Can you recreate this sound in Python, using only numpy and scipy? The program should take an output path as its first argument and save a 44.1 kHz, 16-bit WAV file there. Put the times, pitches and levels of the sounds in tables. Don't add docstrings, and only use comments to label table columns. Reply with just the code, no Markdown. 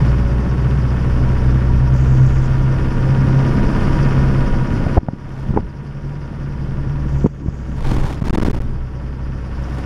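import sys
import numpy as np
from scipy import signal
from scipy.fft import rfft, irfft, next_fast_len
from scipy.io import wavfile
from scipy.ndimage import uniform_filter1d

SR = 44100
rng = np.random.default_rng(int(sys.argv[2]) if len(sys.argv) > 2 else 0)


def amplitude_ratio(level_db):
    exponent = np.asarray(level_db, float) / 20
    return 10 ** exponent


def dump(signal):
    limited = np.clip(np.atleast_2d(signal).T, -1, 1)
    pcm = np.round(limited * 32767).astype(np.int16)
    wavfile.write(sys.argv[1], SR, pcm)


N = 434385
TIME = np.arange(N) / SR
STEP = 40


def rms_one(x):
    return x / np.sqrt(np.mean(x ** 2) + 1e-20)


def in_time(table):
    s, *columns = np.transpose(table)
    return [np.interp(TIME, s, column) for column in columns]


def chance(rate_hz):
    r = np.exp(-2 * np.pi * STEP * rate_hz / SR)
    lead_in = 2000
    noise = rng.standard_normal(len(TIME[::STEP]) + lead_in)
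    return rms_one(signal.lfilter([1], [1, -2 * r, r * r], noise)[lead_in:])


def smooth(steps):
    return np.interp(TIME, TIME[::STEP], steps)


def drift(rate_hz):
    return smooth(chance(rate_hz))


def resonate(x, hz, width_hz):
    r = np.exp(-np.pi * width_hz / SR)
    zeros = np.array([1, 0, -1]) * (1 - r * r) / 2
    poles = [1, -2 * r * np.cos(2 * np.pi * hz / SR), r * r]
    return signal.lfilter(zeros, poles, x + 1e-18)


def colour(spectrum):
    hz, db = np.transpose(spectrum)
    size = next_fast_len(N)
    grid_hz = np.fft.rfftfreq(size, 1 / SR) + 1
    gain = amplitude_ratio(np.interp(np.log(grid_hz), np.log(hz), db))
    return rms_one(irfft(rfft(rng.standard_normal(size)) * gain, size)[:N])


def band(x, low_hz, high_hz, order=2):
    return signal.sosfilt(signal.butter(order, [low_hz, high_hz], "band", fs=SR, output="sos"), x)


def gain_control():
    # start in seconds, quick part in dB, lasting part in dB.
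    ducks = [
        (4.981, 8.5, 10),
        (5.6, 1, 12.5),
        (7.265, 8.5, 10),
        (8.06, 2, 10),
        (8.6, 0, 12.5),
    ]
    attack_s, quick_s, lasting_db_per_s = 0.0127, 0.303, 3.5
    depths_db = []
    for start, quick_db, lasting_db in ducks:
        since = np.clip(TIME - start, 0, None)
        recovery_db = quick_db * np.exp(-since / quick_s)
        recovery_db = recovery_db + np.maximum(lasting_db - lasting_db_per_s * since, 0)
        depths_db.append(np.minimum(since / attack_s, 1) * recovery_db)
    return -np.max(depths_db, axis=0)


def road_levels(gain_db):
    # time in seconds, panel noise in dB, unevenness in dB, coarseness in dB.
    surface = [(0, -30.5, -3.5, -1), (.25, -35, 1.05, 1.5), (.6, -34.5, -8, 2), (1.0, -34.5, -3, -1),
               (1.5, -33.5, 3.5, -1), (1.75, -35.5, 0.7, 0), (2.3, -34, 5.5, -2), (2.75, -34, 2.5, -3.5),
               (3.3, -31.5, 0, 1), (3.9, -29.5, -0.67, 0.03), (4.4, -31.5, 3, -1), (4.65, -33, 3.5, 2.5),
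               (5.3, -33, 0.68, -1.5), (6.2, -33, -2, 0.04), (6.9, -33, 3.5, 1.08), (7.6, -33.5, 0.07, 0.4),
               (9.2, -33, 0.5, -2.5), (9.85, -30, -3.5, -7)]
    # centre in seconds, half length in seconds, lift of
    # heave, of rumble and of panel noise in dB.
    jolts = [
        (5.57, 0.1, 5, 9.7, 0),
        (7.434, 0.054, 0.5, 6.8, -0.5),
        (7.977, 0.171, 17.3, 0.5, 3.5),
        (8.391, 0.146, 4, 16.5, 13),
        (8.698, 0.126, 10.4, 6.2, 0.5),
    ]
    cruise_db = -34
    belt_duck_share = 0.884
    panel_db, uneven_db, coarse_db = in_time(surface)
    lifts_db = sum(np.outer(lifts, np.exp(-((TIME - s) / half_s) ** 2)) for s, half_s, *lifts in jolts)
    heave, rumble, panel = lifts_db + gain_db
    heave_db = panel_db + 11 + uneven_db + heave + 2.5 * drift(2.8)
    rumble_db = panel_db + 10 + coarse_db + rumble + 1.15 * drift(3)
    chirp_db = cruise_db - 20.5 + 1.17 * (panel_db - cruise_db) + panel - (1 - belt_duck_share) * gain_db
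    return heave_db, rumble_db, panel_db + panel, chirp_db


def road(turn, heave_db, rumble_db, panel_db, patchy_db, throb):
    # frequency in Hz, level in dB per Hz.
    roar_colour = [(12, -9), (22, -5), (31, -8), (55, -4.5), (100, -7.5), (170, -8), (400, -15.5),
                   (520, -23.5), (734, -21), (1460, -26.5), (3900, -41.5), (5500, -48), (10100, -55),
                   (15500, -72.5)]
    # frequency in Hz, width in Hz, level over the roar in dB.
    panels = [(550.8, 41, 6), (965.3, 20, 8.5), (1106, 61, 1.5), (1494, 32, 2), (1799, 79, 5.5),
              (2150, 37, 2), (2532, 51, 3.5), (3093, 72, 4)]
    roar = colour(roar_colour)
    roar = roar + sum((amplitude_ratio(db) - 1) * resonate(roar, hz, width_hz) for hz, width_hz, db in panels)
    anchors = [band(roar, 15, 48).std(), band(roar, 160, 450).std(), band(roar, 700, 3500).std()]
    levels_db = np.array([heave_db, rumble_db, panel_db])[:, ::STEP] - 20 * np.log10(anchors)[:, None]
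    size = next_fast_len(N)
    spectrum, grid = rfft(roar, size), np.log2(np.fft.rfftfreq(size, 1 / SR) + 1)
    cycle = np.cos(turn[::STEP] / 2 - .6)
    out, together = np.zeros(N), chance(15)
    for octave in np.arange(3.5, 14.6, .5):
        part = irfft(spectrum * np.clip(1 - np.abs(grid - octave) / .5, 0, 1), size)[:N]
        place = np.interp(octave, np.log2([40, 220, 900]), [0, 1, 2])
        level_db = sum(np.clip(1 - abs(place - k), 0, 1) * levels_db[k] for k in range(3))
        fired = 1 + throb * (place > 1) * cycle
        flicker_db = patchy_db * (0.73 * together + chance(42))
        out += part * smooth(fired * amplitude_ratio(level_db + flicker_db))
    return out


def belt(turn, chirp_db):
    # frequency in Hz, width in Hz, level in dB.
    chirps = [
        (4919, 900, 1),
        (5538, 1000, -0.5),
        (9830, 1300, -13.5),
    ]
    lap = turn / 3.07 + 0.23
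    out = 0
    for k, (hz, width_hz, db) in enumerate(chirps):
        slip = amplitude_ratio(2.63 * np.cos(lap + .5 * k + .5 * drift(3.3)) + 1.78 * drift(25))
        squeal = resonate(resonate(rng.standard_normal(N), hz, width_hz), hz, width_hz)
        out = out + amplitude_ratio(db) * rms_one(slip * squeal)
    return amplitude_ratio(chirp_db - 1.0) * out


def lens_motor(gain_db):
    # start in seconds, end in seconds, level in dB.
    runs = [
        (1.933, 2.471, -57.5),
        (7.085, 7.82, -56),
    ]
    # frequency in Hz, width in Hz, level in dB.
    barrel = [(5880, 120, 0), (6600, 120, 2), (7500, 120, -2), (8620, 150, -14), (11260, 150, -13),
              (11990, 200, -19), (12570, 200, -17), (13850, 250, -21), (14890, 250, -22)]
    teeth_per_s = 82 * amplitude_ratio(.8 * drift(30))
    ticks = np.diff(np.floor(np.cumsum(teeth_per_s) / SR), prepend=0) * amplitude_ratio(rng.normal(0, 1.4, N))
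    ticks = ticks + 0.072 * rng.standard_normal(N)
    since_s = np.minimum(*[np.where(TIME > run[0], TIME - run[0], 9) for run in runs])
    top = amplitude_ratio(-9.0 * np.clip((since_s - .26) / .08, 0, 1))
    buzz = 0
    for hz, width_hz, db in barrel:
        ring = resonate(resonate(ticks, hz, width_hz), hz, 3 * width_hz)
        buzz = buzz + (top if hz > 8000 else 1) * amplitude_ratio(db) * rms_one(ring)
    running = sum(amplitude_ratio(db) * ((TIME > start) & (TIME < end)) for start, end, db in runs)
    return amplitude_ratio(gain_db + 1.5 * drift(8)) * uniform_filter1d(running, size=800) * buzz


def hand():
    # start in seconds, end in seconds, level in dB, seconds to swell and fade by 20 dB.
    rubs = [(5.292, 5.31, -75.5, 0.04), (5.39, 5.415, -70.5, 0.22), (5.475, 5.501, -72.5, 0.18),
            (5.841, 5.844, -76, 0.04), (6.088, 6.092, -74, 0.08), (7.873, 7.963, -54, 0.1257),
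            (7.97, 8.121, -57, 0.1029), (8.29, 8.468, -55.5, 0.1418), (8.5, 8.557, -63, .08),
            (8.6, 8.718, -76, 0.08), (9.699, 9.86, -68.5, 0.24)]
    # frequency in Hz, level in dB per Hz.
    scratch_colour = [(120, -46), (200, 3.5), (304, 7), (515, -7), (874, -4), (1380, -12), (8500, -31.5),
                      (15500, -45)]
    scratch = colour(scratch_colour) * amplitude_ratio(3.94 * drift(120) + 0.91 * drift(27))
    scratch = scratch + 0.67 * resonate(scratch, 3725, 500)
    levels_db = []
    for start, end, db, fade_s in rubs:
        outside_s = np.maximum(np.maximum(start - TIME, TIME - end), 0)
        levels_db.append(db - 20 * outside_s / fade_s)
    return amplitude_ratio(np.max(levels_db, axis=0)) * scratch / band(scratch, 10370, 17840).std()


def knocks():
    # time in seconds, thud in dB, thud in Hz, crack in dB.
    pushes = [(5.03, -16, 170, -39), (5.489, -8, 113.6, -35), (5.503, -6.5, 116.6, -34.5),
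              (5.537, -14.5, 180, -24), (5.585, -10.5, 250, -23.5), (5.596, -16, 167, -39),
              (7.4804, -6, 100.4, -23), (8.382, -6.5, 253, -23.5), (8.482, -5, 281, -29.5)]
    # time in seconds, thud in dB, thud in Hz, crack in dB.
    pulls = [(4.864, -2.5, 123.5, -17.5), (4.968, -6, 260, -14.5), (4.9725, 2, 69.7, -6),
             (4.978, -4, 330, -5.5), (5.084, -7.5, 143, -11.5), (5.132, -14, 170, -34.5),
             (5.562, -4, 238.4, -14.5), (5.572, -4.5, 299, -4), (7.2424, -2.5, 264, -42.5),
             (7.2465, 3, 160.8, -39.5), (7.255, -10.5, 249.4, -27), (7.2595, 0.5, 259, -13.5),
             (7.459, -9.5, 190, -43), (7.916, -7.5, 151, -21.5), (8.041, -8.5, 107, -22.5),
             (8.218, -4.5, 139.6, -21.5), (8.543, -20.5, 200, -22)]
    out, t = np.zeros(N), np.arange(1800) / SR
    blows = [(*row, 1) for row in pushes] + [(*row, -1) for row in pulls]
    for s, thud_db, hz, crack_db, push in blows:
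        window = np.sin(np.pi * np.minimum(t * hz / 1.301, 1)) ** 2 * np.exp(-t * hz / 0.81)
        swing = np.sin(2 * np.pi * hz * t) * window
        crack = band(rng.standard_normal(len(t)), 409, 780) * t * np.exp(-t / 0.00173)
        at = round(s * SR)
        out[at:at + len(t)] += amplitude_ratio(thud_db) * push * swing / np.abs(swing).max()
        out[at:at + len(t)] += amplitude_ratio(crack_db) * crack / np.abs(crack).max()
    return signal.sosfilt(signal.butter(4, 1950, fs=SR, output="sos"), out)


def clatter(turn, panel_db):
    # share of the cycle, level in dB.
    contacts = [(.04, -4), (.13, -3), (.21, -5), (.43, -4), (.52, -8), (.67, -7), (.79, 0), (.88, -2),
                (.95, -4)]
    # frequency in Hz, width in Hz, level in dB.
    block = [(557, 8.5, -2), (945.5, 26, 0), (1177, 100, -0.5), (1302, 68, -5), (1457, 46, 0.5),
             (1599, 50, -3), (1800, 120, -2), (2180, 100, -6), (2544, 150, -7.5), (2822, 110, -12)]
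    cycle = turn / (4 * np.pi) + .04
    taps = []
    for share, db in contacts:
        count = np.floor(cycle - share)
        taps.append(amplitude_ratio(db) * np.diff(count, prepend=count[0]))
    taps = np.array(taps) * amplitude_ratio(rng.normal(0, 1.0, N))
    shape = (len(block), len(contacts))
    grip = amplitude_ratio(rng.normal(0, 3, shape)) * rng.choice([-1, 1], shape)
    rings = 0
    for (hz, width_hz, db), strength in zip(block, grip):
        rings = rings + amplitude_ratio(db) * rms_one(resonate(strength @ taps, hz, width_hz))
    return amplitude_ratio(panel_db - 4) * rms_one(band(rings, 300, 3600))


def boom(order_hz, hz, half_width_hz, top_db):
    return top_db - 10 * np.log10(1 + ((order_hz - hz) / half_width_hz) ** 6)


def engine(turn, rate, gain_db, panel_db, heave_db):
    # multiple of crank rate, level over panel noise in dB.
    orders = [(1, 4), (3, 7), (5, -2), (6, 4.5), (7, 2), (7.5, -4), (8, -2), (9, -6), (10, -1), (13, -9),
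              (14, -8), (15, -10), (16, -9), (18, -11), (19.5, -15), (28.5, -18), (30, -18), (30.5, -21),
              (34.5, -14), (36, -13), (36.5, -16), (38.5, -17), (42, -17), (43, -16), (44, -16),
              (46.5, -19), (52, -19)]
    # time in seconds, level offset in dB.
    throttle = [(0, 11.5), (.3, 0.5), (.8, -3.5), (1.7, -4), (2.25, 2), (2.9, -6), (3.4, -2.5),
                (3.85, -11.5), (4.3, -0.5), (4.7, -12), (5.5, -5.5), (6.1, -20), (6.7, -7), (7.2, -21.5),
                (8.0, -8.5), (8.5, -3.5), (9.1, -8.5), (9.85, -19)]
    # time in seconds, frequency in Hz.
    driveline = [(0, 137), (5, 140), (5.6, 143.5), (7.1, 138.5), (8.2, 135.5), (9.85, 130)]
    # time in seconds, hum in dB.
    torque = [(0, -15.5), (.35, -26.5), (.85, -22.5), (1.3, -29.5), (1.9, -22), (2.4, -37.5), (3.6, -43),
              (4.0, -17.5), (4.45, -35), (5.5, -29), (5.9, -16.5), (7.1, -15), (8.0, -17), (8.5, -31.5),
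              (9.1, -20.5), (9.6, -18.5), (9.85, -24)]
    whine_boom_hz, whine_boom_width_hz, whine_boom_gain = 958.6, 22, 2.42

    firing_db = boom(2 * rate, hz=61.79, half_width_hz=2.94, top_db=-15.5) + gain_db
    out = amplitude_ratio(firing_db + 3.0 + 1.5 * drift(5)) * np.sin(2 * turn + .12 * drift(3))

    double_db = boom(4 * rate, hz=130, half_width_hz=6.47, top_db=-14.5) + in_time(throttle)[0] + gain_db
    out += amplitude_ratio(double_db + 4.5 + 2.25 * drift(7.9)) * np.sin(4 * turn - np.pi / 2 + 0.11 * drift(4.0))

    panel = amplitude_ratio(panel_db[::STEP])
    for multiple, db in orders:
        off_boom = (multiple * rate[::STEP] - whine_boom_hz) / whine_boom_width_hz
        sung = 1 + whine_boom_gain / (1 + off_boom ** 2)
        level = smooth(panel * sung * amplitude_ratio(db + 2.124 * chance(5.2)))
        phase = smooth(0.43 * chance(4.01) + multiple)
        out += level * np.sin(multiple * turn + phase)

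    out += amplitude_ratio(heave_db + 1.5 + 1.4 * drift(2.5)) * np.sin(.66 * turn + .4 * drift(2.5))

    shaft = 2 * np.pi * np.cumsum(in_time(driveline)[0]) / SR
    hum_db = in_time(torque)[0] + gain_db
    return out + amplitude_ratio(hum_db + 2.4 + 2.5 * drift(5)) * np.sin(shaft + .5 * drift(5))


def scene():
    # time in seconds, turns per second.
    crank = [(0, 29.6), (.4, 30.35), (1, 31.02), (2, 32.05), (2.6, 32.8), (3.3, 33.2), (3.9, 33.47),
             (4.4, 33.53), (5, 33.4), (6, 32.8), (6.5, 32.4), (7.5, 31.5), (8, 31.15), (9, 31.15),
             (9.85, 30.9)]
    rate, gain_db = in_time(crank)[0], gain_control()
    turn = 2 * np.pi * np.cumsum(rate) / SR
    heave_db, rumble_db, panel_db, chirp_db = road_levels(gain_db)
    cab = road(turn, heave_db - 5.5, rumble_db - .8, panel_db - 2, patchy_db=0.67, throb=0.044)
    cab = cab + clatter(turn, panel_db) + engine(turn, rate, gain_db, panel_db, heave_db)
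    return (cab + belt(turn, chirp_db) + lens_motor(gain_db) + hand() + knocks())[None]


def roll_off(x):
    return signal.sosfilt(signal.butter(12, 15710, fs=SR, output="sos"), x)


def record(dry):
    # frequency in Hz, width in Hz.
    notches = [(3920, 170), (7840, 220)]
    # start in seconds, end in seconds, kick on return in dB, kick direction.
    drops = [(7.977, 7.983, -12, 1), (8.203, 8.212, -18, -1), (8.230, 8.240, -12, 1),
             (8.287, 8.296, -7, -1), (8.307, 8.329, -11, 1), (8.357, 8.374, -10, -1),
             (8.388, 8.398, -20, 1), (8.404, 8.415, -7, 1), (8.434, 8.448, -10, -1), (8.487, 8.497, -7, 1),
             (8.515, 8.531, -12, -1), (8.556, 8.563, -20, 1), (8.589, 8.603, -11, -1)]
    settle_s, leak_s, rise_s, kick_s = .0012, .0007, .0003, 0.0115
    x = dry[0] * np.minimum(TIME / .004, 1)
    for hz, width_hz in notches:
        x -= .92 * resonate(x, hz, width_hz)
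    back = TIME[:700]
    rise = 1 - np.exp(-back / rise_s)
    for start, end, kick_db, push in drops:
        a, b = round(start * SR), round(end * SR)
        slope = np.clip((x[a] - x[a - 8]) / (8 / SR), -150, 150)
        held = TIME[:b - a]
        coast = (x[a] + (slope + x[a] / settle_s) * held) * np.exp(-held / settle_s)
        leak = (.002 + np.exp(-held / leak_s)) * (x[a:b] - x[a] - slope * held)
        x[a:b] = coast + leak
        kick = push * amplitude_ratio(kick_db) * np.exp(-back / kick_s)
        x[b:b + len(back)] = rise * (x[b:b + len(back)] + kick)
    return roll_off(np.tanh(0.8852 * x)[None] / 0.9443)


dry = scene()
out = record(dry)
dump(out)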